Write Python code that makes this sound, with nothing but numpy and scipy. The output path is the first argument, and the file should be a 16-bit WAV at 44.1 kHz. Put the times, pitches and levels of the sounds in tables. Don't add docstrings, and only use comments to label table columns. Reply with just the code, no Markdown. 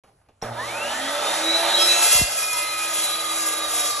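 import sys
import numpy as np
from scipy import signal
from scipy.fft import rfft, irfft
from scipy.io import wavfile
from scipy.ndimage import uniform_filter1d

SR = 44100
rng = np.random.default_rng(int(sys.argv[2]) if len(sys.argv) > 2 else 0)


def unload_audio(sound):
    columns = np.transpose(np.atleast_2d(sound))
    steps = np.round(np.clip(columns, -1, 1) * 32767)
    wavfile.write(sys.argv[1], SR, steps.astype(np.int16))


N = 176400
T = np.arange(N) / SR
F = np.arange(N // 2 + 1) * SR / N + 1e-9


def undb(db):
    return 10 ** (np.asarray(db) / 20)


def curve(table, col=1, at=T):
    return np.interp(at, np.array(table)[:, 0], np.array(table)[:, col])


def unit(x):
    return x / np.std(x)


def walk(rate):
    hold = int(SR / rate)
    steps = np.repeat(rng.standard_normal(N // hold + 1), hold)
    return 1.194 * uniform_filter1d(uniform_filter1d(steps, hold), hold)[:N]


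def after(start, decay):
    return (T >= start) * np.exp(-np.clip(T - start, 0, None) / decay)


def tone(turns, db):
    return np.sqrt(2) * undb(db) * np.sin(2 * np.pi * (turns + rng.random()))


def ring(x, hz, t60):
    pole = np.exp(2j * np.pi * hz / SR - np.log(1000) / (t60 * SR))
    return signal.lfilter([1], [1, -pole], x).imag


def hiss(table, flicker_db, lift_db=0, colour=1):
    shape_db = np.interp(np.log(F), np.log(np.array(table)[:, 0]), np.array(table)[:, 1])
    spec = rfft(rng.standard_normal(N)) * colour * undb(shape_db)
    spec = spec / np.std(irfft(spec, N))
    band_place = np.clip(2 * np.log2(F / 40), 0, 18)
    out = 0
    for step in range(19):
        share = np.clip(1 - abs(band_place - step), 0, 1)
        tilt = np.clip((step - 8.) / 4.8, 0, 1)
        out = out + irfft(spec * share, N) * undb(flicker_db * walk(18) + tilt * lift_db)
    return out


MESH_HZ, MESH_WHINE_DB, MESH_ROAR_DB, MESH_GRIND_DB = 60, 1.5, 2.5, 4.5


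def mesh():
    spots = np.arange(0, SR / 2 + MESH_HZ, MESH_HZ / 2)
    heights = rng.standard_normal(len(spots))
    return lambda hz: np.interp(hz, spots, heights)


# (frequency [Hz], relative level [dB per Hz])
SHOP_COLOUR = [(30, -8), (70, 7.5), (200, -9), (400, -9), (800, -13), (1500, -14.5), (3000, -25),
               (6000, -27), (10000, -16), (12000, -34), (14000, -60)]


def shop():
    return undb(-65) * hiss(SHOP_COLOUR, 4.4)


def crisp_noise():
    crisp = unit(signal.lfilter([1, -1], [1, -1.7, .74], rng.standard_normal(N)))
    return signal.sosfilt(signal.butter(4, 11000, fs=SR, output="sos"), crisp)


def dull_noise():
    return unit(ring(rng.standard_normal(N), 770, 0.005))


# (time [s], level before the two noises mix [dB], decay [s])
RUSTLE_HITS = [(.037, -55, .035), (.075, -63, .03), (.2, -68, .012), (.215, -68, .01), (.262, -67, .012),
               (.287, -56, .018)]


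def rustles():
    level = sum(undb(db) * after(time, decay) for time, db, decay in RUSTLE_HITS)
    return level * (0.6 * crisp_noise() + 1.36 * dull_noise())


PRESS_S, PRESS_DB, PRESS_DECAY_S = .416, -43, 0.058
TRIGGER_S, TRIGGER_DB, TRIGGER_DECAY_S = .425, -26.5, 0.022
PING_HZ, PING_DB, PING_T60_S = 5580, -28.5, 0.04


def trigger():
    press = undb(PRESS_DB) * after(PRESS_S, PRESS_DECAY_S) * crisp_noise()
    clack = undb(TRIGGER_DB) * after(TRIGGER_S, TRIGGER_DECAY_S) * dull_noise()
    ping = tone(PING_HZ * T, PING_DB) * after(TRIGGER_S - .003, PING_T60_S / np.log(1000))
    return press + clack + ping


# (time [s], level [dB])
RUMBLE_LEVEL = [(0.45, -69), (0.6, -57), (2.0, -68), (2.22, -53), (2.73, -85), (3.28, -82), (3.64, -58),
                (4.0, -61)]


def rumble():
    low = unit(ring(np.diff(rng.standard_normal(N + 1)), 64, 0.092))
    return undb(curve(RUMBLE_LEVEL) + 2.5 * walk(7.9)) * low * (T > TRIGGER_S)


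# (time [s], level of the sine's peak before its fade [dB], start pitch [Hz])
AIR_PUFFS = [(2.15, -32, 403), (2.194, -30, 250), (2.2126, -20, 610)]
PUFF_END_HZ, PUFF_SAG_S, PUFF_FADE_S = 9.7, 0.0021, 0.028


def puffs():
    out = 0
    for time, db, hz in AIR_PUFFS:
        age = np.clip(T - time, 0, None)
        sag = (hz - PUFF_END_HZ) * PUFF_SAG_S * np.log(1 + age / PUFF_SAG_S)
        turns = PUFF_END_HZ * age + sag
        swell = np.clip(age / 0.0018, 0, 1) * np.exp(-(age / PUFF_FADE_S) ** 2)
        out = out + undb(db) * swell * np.sin(2 * np.pi * turns)
    return out


# (time [s], speed [turns per s])
ROTOR_SPEED = [(.42, 59), (.52, 112), (.6, 146), (.7, 188), (.8, 221), (.9, 247), (1.1, 284), (1.25, 302),
               (1.5, 327), (1.75, 344), (1.95, 352), (2.15, 352), (2.5, 341), (2.75, 337.2), (3.75, 317),
               (4, 316)]


def rotor():
    return np.cumsum(curve(ROTOR_SPEED)) / SR


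# (frequency [Hz], width [Hz], lift [dB])
HOUSING_MODES = [(322.8, 22, 7.5), (576.5, 78, 7.5), (699, 110, 5), (850, 124, 4.5), (1242, 135, 5),
                 (2140, 630, 2.5), (3680, 1400, 6.5), (5770, 150, 3)]


def housing(hz):
    return undb(sum(db / (1 + (2 * (hz - f) / width) ** 2) for f, width, db in HOUSING_MODES))


# (time [s], level [dB])
HUM_LEVEL = [(0.42, -81), (0.448, -44), (0.486, -41), (0.518, -35.5), (0.552, -43.5), (0.73, -51),
             (0.94, -60), (1.2, -62)]
HUM_HZ, HUM_OVERTONE_DB = 117.5, -7


def hum():
    return tone(HUM_HZ * T, curve(HUM_LEVEL)) + tone(2 * HUM_HZ * T, curve(HUM_LEVEL) + HUM_OVERTONE_DB)


FLICKER_DB = 2.
# (time [s], roar level [dB], roar treble lift [dB], whine level before orders and housing [dB])
MOTOR_LEVEL = [(.42, -28.5, -8.5, -35), (.52, -29.5, -15.5, -47), (.6, -26.5, -9.5, -38),
               (.69, -28, -5.5, -42), (.8, -25, -7, -38), (.91, -25.5, -3.5, -40), (1.1, -27.5, 1, -38.5),
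               (1.3, -23, -1, -38.5), (1.51, -23.5, -0.5, -29.5), (1.75, -22.5, 1.5, -32),
               (1.95, -24, 4.5, -32), (2.18, -32.5, 3, -49), (2.3, -32.5, 0.5, -57),
               (2.58, -36.5, 5, -46.5), (3.03, -33.5, 4, -43), (3.5, -31, -4, -42),
               (3.8, -31.5, -1.5, -43.5), (4, -36, 1, -49)]
# (frequency [Hz], relative level [dB per Hz])
ROAR_COLOUR = [(50, -62), (150, -27), (250, -14), (500, -7), (800, -4.5), (1600, -5), (3000, -10.5),
               (4700, -12), (7000, -11.5), (10000, -6), (11500, -15.5), (13000, -35), (15000, -70)]


def roar(comb):
    colour = housing(F) * undb(MESH_ROAR_DB * comb(F))
    return undb(curve(MOTOR_LEVEL)) * hiss(ROAR_COLOUR, FLICKER_DB, curve(MOTOR_LEVEL, col=2), colour)


# (multiple of rotor speed [1], level to the whine [dB], wavering [dB],
# clear from [s], clear until [s])
ORDERS = [(1, -11, 5.5, 0.83, 2.05), (1, -13, 2.5, 2.4, 9), (2, -10, 8.5, 1.087, 2.3),
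          (6.9, -2.5, 6, 0.74, 1.1), (6.9, 3, 1.5, 0.566, 0.661), (11.3, 2, 2, 1.73, 1.96),
          (12, -3, 3.5, 0.56, 9)]
BURIED_DB, EMERGE_S, ROUGH_DB = -18, .04, 3.5


def whine(turns, comb):
    speed, out = curve(ROTOR_SPEED), 0
    for k, db, waver, start, end in ORDERS:
        buried = 1 - np.clip(np.minimum(T - start, end - T) / EMERGE_S + .5, 0, 1)
        level = curve(MOTOR_LEVEL, col=3) + db + waver * walk(11.98) + BURIED_DB * buried
        if k > 2:
            level = level + ROUGH_DB * walk(70) + MESH_WHINE_DB * comb(k * speed / 3)
        out = out + housing(k * speed) * tone(k * turns, level)
    return out


def motor(turns):
    comb = mesh()
    return np.clip((T - TRIGGER_S) / 0.002, 0, 1) * (roar(comb) + whine(turns, comb) + hum())


# (start [s], loudest [s], end [s], pitch [Hz], level at loudest [dB])
MODE_SQUEALS = [(1.76, 1.815, 1.87, 3270, -19.5), (1.79, 1.83, 1.86, 5240, -20),
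                (2.1, 2.2, 2.29, 2741, -27.5), (2.5, 2.84, 2.98, 2461, -30.5), (2.42, 2.65, 3.1, 2064, -36)]


def squeals():
    out = 0
    for start, top, end, hz, db in MODE_SQUEALS:
        swell = np.interp(T, [start - .02, start, top, end, end + .02], [-120, -14, 0, -14, -120])
        out = out + tone(hz * T, db + swell + walk(30))
    return out


# (time [s], grinding level [dB], tooth tone level [dB], overtone lift [dB])
CUT_LEVEL = [(1.74, -50, -65.5, 0), (1.8, -25.5, -41, -4), (1.82, -26, -27, -3), (1.86, -22.5, -42, -8),
             (1.9, -20.5, -39.5, 9), (1.96, -27, -32.5, 3), (2.04, -17.5, -27, 1.5), (2.1, -20, -37, 0.5),
             (2.15, -14, -33, 2), (2.21, -20, -52, -9), (2.26, -29.5, -53, -7), (2.4, -30, -37.5, -17),
             (2.6, -26.5, -33, -22), (2.7, -32.5, -33, -23), (2.85, -27.5, -35, -14),
             (3.05, -25.5, -36.5, -22.5), (3.2, -28.5, -33, -20), (3.43, -22.5, -37, -12),
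             (3.55, -30.5, -35.5, -13), (3.75, -24, -38, -12), (4, -31.5, -35, -14)]
# (multiple of tooth rate [1], level to the tooth tone before overtone lift [dB])
TOOTH_OVERTONES = [(1, -0.5), (2, 0.5), (3, -9), (4, -13.5), (5, -3.5), (6, -3), (8, -3), (9, -18)]
# (time [s], rate [Hz])
WOBBLE_RATE = [(3.3, 55), (3.45, 48), (4, 44)]
WOBBLE_FROM_S, WOBBLE_BELOW_DB, WOBBLE_ABOVE_DB = 2.43, -5, -12


def tooth_song(teeth):
    level, song = curve(CUT_LEVEL, col=2), 0
    for k, db in TOOTH_OVERTONES:
        lift = (k > 1) * (curve(CUT_LEVEL, col=3) + 2.0 * walk(16))
        song = song + tone(k * teeth, level + db + lift + walk(9.54))
    throb = np.cumsum(curve(WOBBLE_RATE)) / SR
    grown = np.clip((T - WOBBLE_FROM_S) / 1.0, .4, 1)
    below = tone(teeth - throb, level + WOBBLE_BELOW_DB + 3 * walk(20))
    above = tone(teeth + throb, level + WOBBLE_ABOVE_DB + 1.6 * walk(11))
    return song + grown * (below + above)


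# (frequency [Hz], level before ring level and swells [dB], t60 [s],
# swells as (time [s], half length [s], lift [dB]))
BLADE_MODES = [(467.4, -23, 0.27, [(3.85, 0.43, 12)]), (595, -12.5, 0.15, [(2.7, 0.41, 4)]),
               (721, -13.5, 0.44, [(2.28, 0.048, 11), (3.75, 0.19, 13.5)]),
               (974, -17.5, 0.31, [(2.6, 0.21, 11.5)]), (1640, -10, 0.45, [(2.35, 0.13, 2),
               (3.6, 0.21, 5)]), (2066, -10.5, 0.81, [(2.25, 0.1, 6.5)]),
               (2470, -9, 0.29, [(2.43, 0.12, 11)]), (2741, -16, 0.31, [(3.4, 0.076, 4.5)]),
               (3320, -12, 0.18, [(2.25, 0.075, 6)]), (3353, -7.5, 0.036, [(2.14, 0.035, 6.5),
               (3.15, 0.3, 5)]), (4136, -11.5, 0.33, [(3.92, 0.077, 16)]),
               (4650, -8, 0.09, [(3.4, 0.29, 3)]), (5360, -9.5, 0.12, [(2.2, 0.096, 8.5)]),
               (5480, -8.5, 0.09, [(2.5, 0.13, 6), (3.2, 0.24, -3)]),
               (6000, -16.5, 0.24, [(3.2, 0.22, -1)]), (6795, -9.5, 0.093, [(2.2, 0.05, 4),
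               (3.4, 0.83, 7)]), (7500, -5, 0.084, [(2.1, 0.032, 9)]), (9500, -6, .2, []),
               (9920, -5, 0.23, []), (10620, -3.5, 0.054, [(2.05, 0.11, -4), (3.4, 0.4, 1.5)]),
               (11040, -6.5, 0.21, [])]
RING_DB, RING_WAVER_DB, BURST_DB = -9.5, 1.65, 3
SQUEAL = .02


def blade_ring(force):
    out = 0
    for hz, db, t60, swells in BLADE_MODES:
        push = rng.standard_normal(N) + SQUEAL * tone(hz * T, 0)
        level = db + RING_WAVER_DB * walk(5.21)
        level = level + (t60 < .05) * BURST_DB * walk(45)
        level = level + sum(lift * np.exp(-((T - s) / half) ** 2) for s, half, lift in swells)
        out = out + ring(push * force * undb(level), hz, t60) / np.std(ring(push, hz, t60))
    return undb(RING_DB) * out


# (frequency [Hz], relative level [dB per Hz])
GRIND_COLOUR = [(60, -51), (250, -41), (500, -13.5), (1200, -11), (2500, -11), (4700, -6.5), (7000, -4.5),
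                (10000, 4), (11500, -4.5), (13000, -18.5), (15000, -51)]
TOUCH_S, CHATTER_DB = 1.72, 1.33
TEETH_PER_ROTOR_TURN, TEETH, TURN_DB = 3.767, 66, 1.5


def cut(turns):
    teeth = TEETH_PER_ROTOR_TURN * turns
    touch = np.clip((T - TOUCH_S) / 0.029, 0, 1)
    chatter = CHATTER_DB * (walk(70) + walk(20))
    once_a_turn = TURN_DB * np.sin(2 * np.pi * teeth / TEETH)
    force = touch * undb(curve(CUT_LEVEL) + chatter + once_a_turn)
    grind = force * hiss(GRIND_COLOUR, FLICKER_DB, colour=undb(MESH_GRIND_DB * mesh()(F)))
    return touch * tooth_song(teeth) + squeals() + grind + blade_ring(force)


# (frequency [Hz], left leads by [radians], left over right [dB], unrelated echo to direct [dB])
PORT_RESPONSE = [(100, 0, 0, -30), (300, 0, -.7, -14), (690, -.55, -3.3, -6), (1200, -.5, -2.6, -6),
                 (1550, 0, -1, -8), (2150, .25, -.6, -9), (3300, .66, -1, -7), (4300, 1.55, -2, -4),
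                 (4850, 3.14, -2.8, -3), (5350, 5.4, -1, -8), (5650, 5.9, -.5, -10), (6300, 6.55, 0, -9),
                 (7400, 7.9, 0, -8), (8300, 8.9, 0, -10), (8500, 9.425, 0, -50), (9500, 9.425, 0, -50),
                 (9700, 9.9, 0, -10), (11000, 11.2, 0, -7), (11700, 12, 0, -8), (11900, 12.566, 0, -50),
                 (20000, 12.566, 0, -50)]
ECHO_T60_S = 0.88


def ports(dry):
    lead, balance = curve(PORT_RESPONSE, at=F), curve(PORT_RESPONSE, col=2, at=F)
    wet = undb(curve(PORT_RESPONSE, col=3, at=F))
    tails = rng.standard_normal((2, N)) * after(0.00374, ECHO_T60_S / np.log(1000))
    tails = rfft(tails / np.sqrt(np.sum(tails ** 2, axis=1, keepdims=True)))
    side = np.array([[.5], [-.5]])
    heard = (1 + wet * tails) / np.sqrt(1 + wet ** 2)
    heard = heard * np.exp(1j * side * lead) * undb(side * balance)
    size = 2 * N
    heard = rfft(np.roll(irfft(heard, N), N // 4, axis=1), size)
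    return irfft(rfft(dry, size) * heard, size)[:, N // 4:N // 4 + N]


def scene():
    turns = rotor()
    dry = shop() + rustles() + trigger() + rumble() + puffs() + motor(turns) + cut(turns)
    return ports(dry) * (T > .037)


def record(dry):
    soft = signal.sosfilt(signal.butter(8, 12900, fs=SR, output="sos"), np.tanh(dry))
    return signal.sosfilt(signal.ellip(8, .2, 70, 15200, fs=SR, output="sos"), soft)


dry = scene()
out = record(dry)
unload_audio(out)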